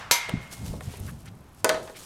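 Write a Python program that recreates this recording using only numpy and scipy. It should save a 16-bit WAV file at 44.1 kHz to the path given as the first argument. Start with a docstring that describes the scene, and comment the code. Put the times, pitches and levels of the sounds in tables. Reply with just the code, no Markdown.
"""Backyard hockey, off the post

A shot dies away as the puck clangs off the steel goal frame and drops to the ground. The player
steps over hollow plastic tiles in rustling clothes; the stick blade slaps down, bounces and slides.
Fences and houses answer the blows, and the loudest hits overload the microphone."""
import sys
import numpy as np
from scipy import signal
from scipy.fft import rfft, irfft, next_fast_len
from scipy.io import wavfile
from scipy.ndimage import uniform_filter1d

SR = 44100
rng = np.random.default_rng(int(sys.argv[2]) if len(sys.argv) > 2 else 0)


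def generate_wav(sig):
    """Save sig (samples, or channels by samples) to the path in sys.argv[1] as 16-bit PCM at SR."""
    pcm = np.round(np.clip(np.atleast_2d(sig).T, -1, 1) * 32767).astype(np.int16)
    wavfile.write(sys.argv[1], SR, pcm)


N = 90404

# outdoor air bed (frequency [Hz], relative level [dB])
AIR_SPECTRUM = [(100, -9), (250, -14), (500, -20), (1000, -18), (2000, -29), (5000, -35), (13000, -39.5),
                (16000, -49)]
# the shot dying away (frequency [Hz], level [dB], t60 [s])
SHOT_BANDS = [(407, -62, 0.99), (1090, -43, 1.25), (2140, -47, 0.89), (4230, -50, 0.49),
              (9500, -61.5, 0.35)]
# diffuse tail of the yard (frequency [Hz], relative level [dB], t60 [s])
YARD_BANDS = [(152, -9.5, 0.84), (590, -5.5, 0.44), (1500, -9.5, 0.38), (4040, 1, 0.34),
              (10900, -10.5, 0.65)]
# near reflections (delay [s], gain [dB])
REFLECTIONS = [(.0048, -24), (.0082, -16.5), (.011, -23.5)]
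# swishes of clothing, shoes and the sliding blade (time [s], level [dB], rise [s], fall [s])
SWISH_CUES = [(.425, -56.5, .03, 0.24), (0.531, -39.5, 0.023, 0.031), (.58, -49.5, 0.092, 0.22),
              (0.676, -45.5, 0.048, 0.16), (0.849, -50, 0.052, 0.11), (.935, -49, 0.065, 0.11),
              (1.07, -50, 0.084, 0.14), (1.21, -57, .025, 0.044), (1.261, -51.5, 0.01, .03),
              (1.606, -56.5, 0.058, 0.034), (1.83, -50.5, 0.01, 0.26), (1.97, -45.5, 0.014, 0.11),
              (2.04, -46, 0.075, .15)]
# tone of the swishes (frequency [Hz], relative level [dB])
SWISH_SPECTRUM = [(880, -1), (1500, -1), (2100, -4), (2320, -4), (2880, -0.5), (9280, -0.5), (13400, -7),
                  (16000, -17)]
# runs of fabric ticks (start [s], end [s], count, top level [dB])
TICK_RUNS = [(0.971, 1.112, 19, -41), (1.12, 1.6, 35, -53.5)]
# tone of the ticks (frequency [Hz], relative level [dB])
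TICK_SPECTRUM = [(1500, -16), (4000, -16), (8000, -1), (12000, 5), (16000, -23)]
# soles and blade scuffing the tiles (time [s], level [dB], width [s], centre [Hz])
SCUFF_CUES = [(.43, -54, 0.051, 1650), (.94, -52.5, 0.073, 2280), (1.09, -45.5, 0.015, 1480),
              (1.274, -52.5, 0.018, 1690), (1.283, -51.5, 0.0077, 3150), (1.964, -47.5, 0.017, 2230)]
# swell of the floor rumble (time [s], relative level [dB])
RUMBLE_ENVELOPE = [(0, -47), (.1, -46), (.2, -80), (.31, -33.5), (.39, -36.5), (.44, -43.5), (.57, -44),
                   (.61, -33), (.72, -30.5), (.78, -30.5), (.81, -40), (.89, -31), (.95, -44.5), (1.0, -32),
                   (1.12, -35.5), (1.18, -41), (1.44, -43.5), (1.5, -53), (1.63, -48), (1.84, -47),
                   (1.93, -59), (2.05, -50)]
# tone of the floor rumble (frequency [Hz], relative level [dB])
RUMBLE_SPECTRUM = [(22, -31), (40, -14.5), (65, 1), (110, 0.5), (170, -3.5), (230, -9), (320, -16.5),
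                   (500, -23.5), (900, -27.5), (1800, -68)]
# steps on the hollow floor (time [s], level [dB], pitch [Hz])
FOOTFALLS = [(0.341, -14, 178), (0.357, -24.5, 170), (0.3774, -23, 110), (0.711, -21.5, 88),
             (0.881, -25.5, 111), (1.012, -26.5, 75)]
# the puck landing and tiles shifting (time [s], thud gain [dB], click gain [dB])
KNOCK_CUES = [(0.2886, -28.5, -30), (.294, -31.5, -22), (0.735, -35, -56), (0.8079, -40.5, -32.5),
              (.937, -37, -49), (1.898, -40.5, -43)]
# dull body of a knock (frequency [Hz], relative level [dB], t60 [s])
THUD_BANDS = [(324, -33, 0.041), (398, -2, 0.043), (880, -7, 0.079)]
# attack of a knock (frequency [Hz], relative level [dB], t60 [s])
CLICK_BANDS = [(676, -16.5, 0.019), (1520, -2, 0.026), (2870, -8, 0.014), (5230, -31, 0.016),
               (9000, -16, 0.022)]
# mix of each blade hit (time [s], crack [dB], edge [dB], low body [dB], high body [dB])
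SLAP_CUES = [(1.6448, -11, -9, -21, -25), (1.6930, -9.5, -35, -29.5, -20), (1.745, -52, -49, -35, -31.5),
             (1.876, -56, -51, -49, -41.5)]
# crack of the blade (frequency [Hz], relative level [dB], t60 [s])
SLAP_CRACK_BANDS = [(520, -14.5, 0.034), (1490, -8, 0.02), (4010, -12, 0.025), (6700, -8.5, 0.015),
                    (9900, -12, 0.0063)]
# sharp top edge of the slap (frequency [Hz], relative level [dB], t60 [s])
SLAP_EDGE_BANDS = [(6100, -13, 0.0123), (9600, 2, 0.0049), (11700, -11, 0.0039), (15520, -14, 0.0026)]
# low body of the tiles (frequency [Hz], relative level [dB], t60 [s])
TILE_LOW_BANDS = [(226, -16.5, 0.095), (332, -1.5, 0.067), (553, -2, 0.18), (930, -1, 0.059)]
# high body of the tiles (frequency [Hz], relative level [dB], t60 [s])
TILE_HIGH_BANDS = [(910, -13.5, 0.33), (1530, -7, 0.17), (2680, -8, 0.067), (5630, -12, 0.04),
                   (10750, -36, 0.042)]
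# ring of blade and shaft (frequency [Hz], relative level [dB], t60 [s])
STICK_MODES = [(319.7, -2.5, 0.09), (424, -12, .42), (476, -11, 1), (634.2, 2, 0.36), (742, -0.5, 0.23),
               (960, -5.5, 0.093), (1179, -3, 0.12), (1276, -3.5, .22), (1491, 6, 0.15), (1504, -1.5, 0.26),
               (1759, 4, .18), (2094, -16, .18), (2600, -1, 0.092), (3740, -12, 0.062)]
# ring of the steel frame (frequency [Hz], relative level [dB], t60 [s])
FRAME_MODES = [(952.5, -1, 0.35), (2088, -4, 0.68), (2146, -11.5, 1.14), (2310, -4, 0.47),
               (2449, -12.5, 0.56), (3130, -12.5, 0.18), (3845, -3, .2), (4430, -6, .3), (6010, -5.5, .25),
               (6141, 5.5, 0.21), (6280, -7.5, .22), (6451, 1, 0.1), (7773, -7, 0.17), (11500, -5.5, 0.17)]
# wash of the frame's crowded modes (frequency [Hz], relative level [dB], t60 [s])
CLASH_BANDS = [(151.4, -26.5, 0.15), (435, -18.5, 0.16), (960, -12.5, 0.28), (2190, -15, 0.72),
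               (3980, -5, 0.28), (6750, -8, 0.27), (9000, -12.5, 0.22), (11500, -6, .2), (14800, -15, 0.13)]
# the puck's contact with the steel (frequency [Hz], relative level [dB], t60 [s])
PUCK_CRACK_BANDS = [(150, -18.5, 0.025), (700, -0.5, 0.01), (2430, 3.5, 0.012), (6000, -1.5, 0.062),
                    (12000, -22.5, 0.022)]
# the clang's long answer from the houses (frequency [Hz], level [dB], t60 [s])
HOUSE_BANDS = [(526, -53, 2.5), (1180, -39.5, 1.25), (2204, -42, 1.4), (4500, -38, 0.81), (11000, -55, .6)]


def amp(db):
    return 10 ** (np.asarray(db) / 20)


def unit(x):
    return x / np.sqrt(np.mean(x ** 2) + 1e-20)


def clock():
    return np.arange(N) / SR


def decay(t, t60):
    return np.exp(-np.log(1000) * t / t60)


def add(out, start_s, x):
    """Mix x into out from start_s on."""
    i = int(np.clip(round(start_s * SR), 0, N - 1))
    out[i:] += x[:N - i]


def filtered(x, response):
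    """Equalise x with a gain curve over frequency."""
    size = next_fast_len(N + 8192)
    return irfft(rfft(x, size) * response(np.fft.rfftfreq(size, 1 / SR)), size)[:N]


def noise(spectrum):
    """Coloured noise of rms 1."""
    points, db = np.transpose(spectrum)
    white = rng.standard_normal(N)
    return unit(filtered(white, lambda hz: amp(np.interp(np.log(hz + 1), np.log(points + 1), db))))


def burst(bands, size=32768):
    """A noise hit whose overlapping bands each die at their own speed."""
    t, log_hz = np.arange(size) / SR, np.log(np.fft.rfftfreq(size, 1 / SR) + 1)
    centres = np.log([band[0] for band in bands])
    edges = np.r_[centres[0] - 1, centres, centres[-1] + .5]
    white, out = rfft(rng.standard_normal(size)), np.zeros(N)
    for k, (_, db, t60) in enumerate(bands):
        band = unit(irfft(white * np.interp(log_hz, edges[k:k + 3], [0, 1, 0])))
        out[:size] += amp(db) * band * decay(t, t60)
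    return out


def ring(modes, scatter_db, drift):
    """Damped modes, balanced differently at each blow, their phases wandering."""
    t, out = clock(), np.zeros(N)
    draws = rng.standard_normal((len(modes), 2))
    wanders = drift * np.cumsum(rng.standard_normal((len(modes), N)), axis=1) / np.sqrt(SR)
    for (hz, db, t60), (scatter, phase), wander in zip(modes, draws, wanders):
        tone = np.sin(2 * np.pi * (hz * t + phase + wander))
        out += amp(db + scatter_db * scatter) * decay(t, t60) * tone
    return out


def air(level_db=-54.5):
    """A faint, steady bed of outdoor air."""
    return amp(level_db) * noise(AIR_SPECTRUM)


def shot_tail():
    """The shot's wash of noise dies away, treble first."""
    return burst(SHOT_BANDS)


def yard(x, tail_db=-13.5, predelay_s=.012):
    """Fences and houses add near reflections and a diffuse tail to x."""
    echo = np.zeros(N)
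    add(echo, predelay_s, amp(tail_db) * unit(burst(YARD_BANDS)) / np.sqrt(N))
    for delay, db in REFLECTIONS:
        add(echo, delay, amp(db) * signal.unit_impulse(N))
    return x + signal.fftconvolve(x, echo)[:N]


def rustle(grain_db=2.0, tick_t60_s=.008):
    """Cloth, shoes and the sliding blade make grainy swishes, sprinkled with fabric ticks."""
    t, power = clock(), np.zeros(N)
    for at, db, rise, fall in SWISH_CUES:
        power += amp(db) ** 2 * np.exp(-4 * np.where(t < at, ((at - t) / rise) ** 2, (t - at) / fall))
    grain = unit(uniform_filter1d(rng.standard_normal(N), size=90))
    swishes = np.sqrt(power) * unit(noise(SWISH_SPECTRUM) * amp(grain_db * grain))
    tick_envelope, fizz = np.zeros(N), noise(TICK_SPECTRUM)
    fade = decay(t, tick_t60_s)
    for start, end, count, db in TICK_RUNS:
        for when, softness in rng.random((int(count), 2)):
            add(tick_envelope, start + when * (end - start), amp(db - 10 * softness) * fade)
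    return swishes + tick_envelope * fizz


def scuffs(spread_octaves=.66):
    """Short rubs on the plastic, each a swell of noise around its own pitch."""
    t, out = clock(), np.zeros(N)
    for at, db, width, centre in SCUFF_CUES:
        white = rng.standard_normal(N)
        rub = filtered(white, lambda hz: np.exp(-(np.log2((hz + 1) / centre) / spread_octaves) ** 2 / 2))
        out += amp(db) * unit(rub) * np.exp(-((t - at) / width) ** 2)
    return out


def footsteps(width_cycles=.48, rumble_trim_db=-4.0):
    """Each footfall gives the hollow floor one soft push, over its low rumble."""
    t, thumps = clock(), np.zeros(N)
    for at, db, hz in FOOTFALLS:
        cycles = (t - at) * hz
        thumps += amp(db) * np.cos(2 * np.pi * cycles) * np.exp(-(cycles / width_cycles) ** 2)
    rumble_db = np.interp(t, *np.transpose(RUMBLE_ENVELOPE)) + rumble_trim_db
    return thumps + amp(rumble_db) * noise(RUMBLE_SPECTRUM)


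def knocks():
    """The puck lands and tiles shift: small dead contacts, each a thud and a click."""
    out = np.zeros(N)
    for at, thud_db, click_db in KNOCK_CUES:
        add(out, at, amp(thud_db) * burst(THUD_BANDS) + amp(click_db) * burst(CLICK_BANDS))
    return out


def stick(crossover_hz=1000, ring_db=-8.5, rest_s=1.785, choke_db=-13, choke_s=.0088):
    """The blade lands with a deep clack and bounces brighter; coming to rest chokes its ring."""
    contacts, ringing = np.zeros(N), np.zeros(N)
    for at, crack_db, edge_db, low_db, high_db in SLAP_CUES:
        tiles = amp(low_db) * burst(TILE_LOW_BANDS) + amp(high_db) * burst(TILE_HIGH_BANDS)
        attack = amp(crack_db) * burst(SLAP_CRACK_BANDS) + amp(edge_db) * burst(SLAP_EDGE_BANDS)
        add(contacts, at, attack + tiles)
        modes = [(hz, db + (low_db if hz < crossover_hz else high_db), t60)
                 for hz, db, t60 in STICK_MODES]
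        add(ringing, at, ring(modes, scatter_db=3, drift=.7))
    settled = np.clip((clock() - rest_s) / choke_s, 0, 1)
    return contacts + amp(ring_db + choke_db * settled) * ringing


def goal_clang(hit_s=.1112, ring_db=-24, clash_db=-18, crack_db=-13):
    """The puck cracks against the steel tube, which rings on while the houses answer."""
    tube = amp(ring_db) * ring(FRAME_MODES, scatter_db=-2.5, drift=.55)
    clash = amp(clash_db) * burst(CLASH_BANDS)
    crack = amp(crack_db) * burst(PUCK_CRACK_BANDS)
    out = np.zeros(N)
    add(out, hit_s, tube + clash + crack + burst(HOUSE_BANDS))
    return out


def scene():
    """Mono mix: close hits in the yard's reverb, the far layers, and the player's dry foley."""
    near = yard(stick() + knocks())
    far = goal_clang() + shot_tail() + air()
    return (near + far + footsteps() + rustle() + scuffs())[None]


def record(dry):
    """The microphone rounds off the loudest peaks and cuts the very top of the treble."""
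    ceiling, cutoff_hz = .42, 16300
    clipped = dry[0] / (1 + np.abs(dry[0] / ceiling) ** 6) ** (1 / 6)
    return filtered(clipped, lambda hz: 1 / (1 + (hz / cutoff_hz) ** 90))[None]


dry = scene()
out = record(dry)
generate_wav(out)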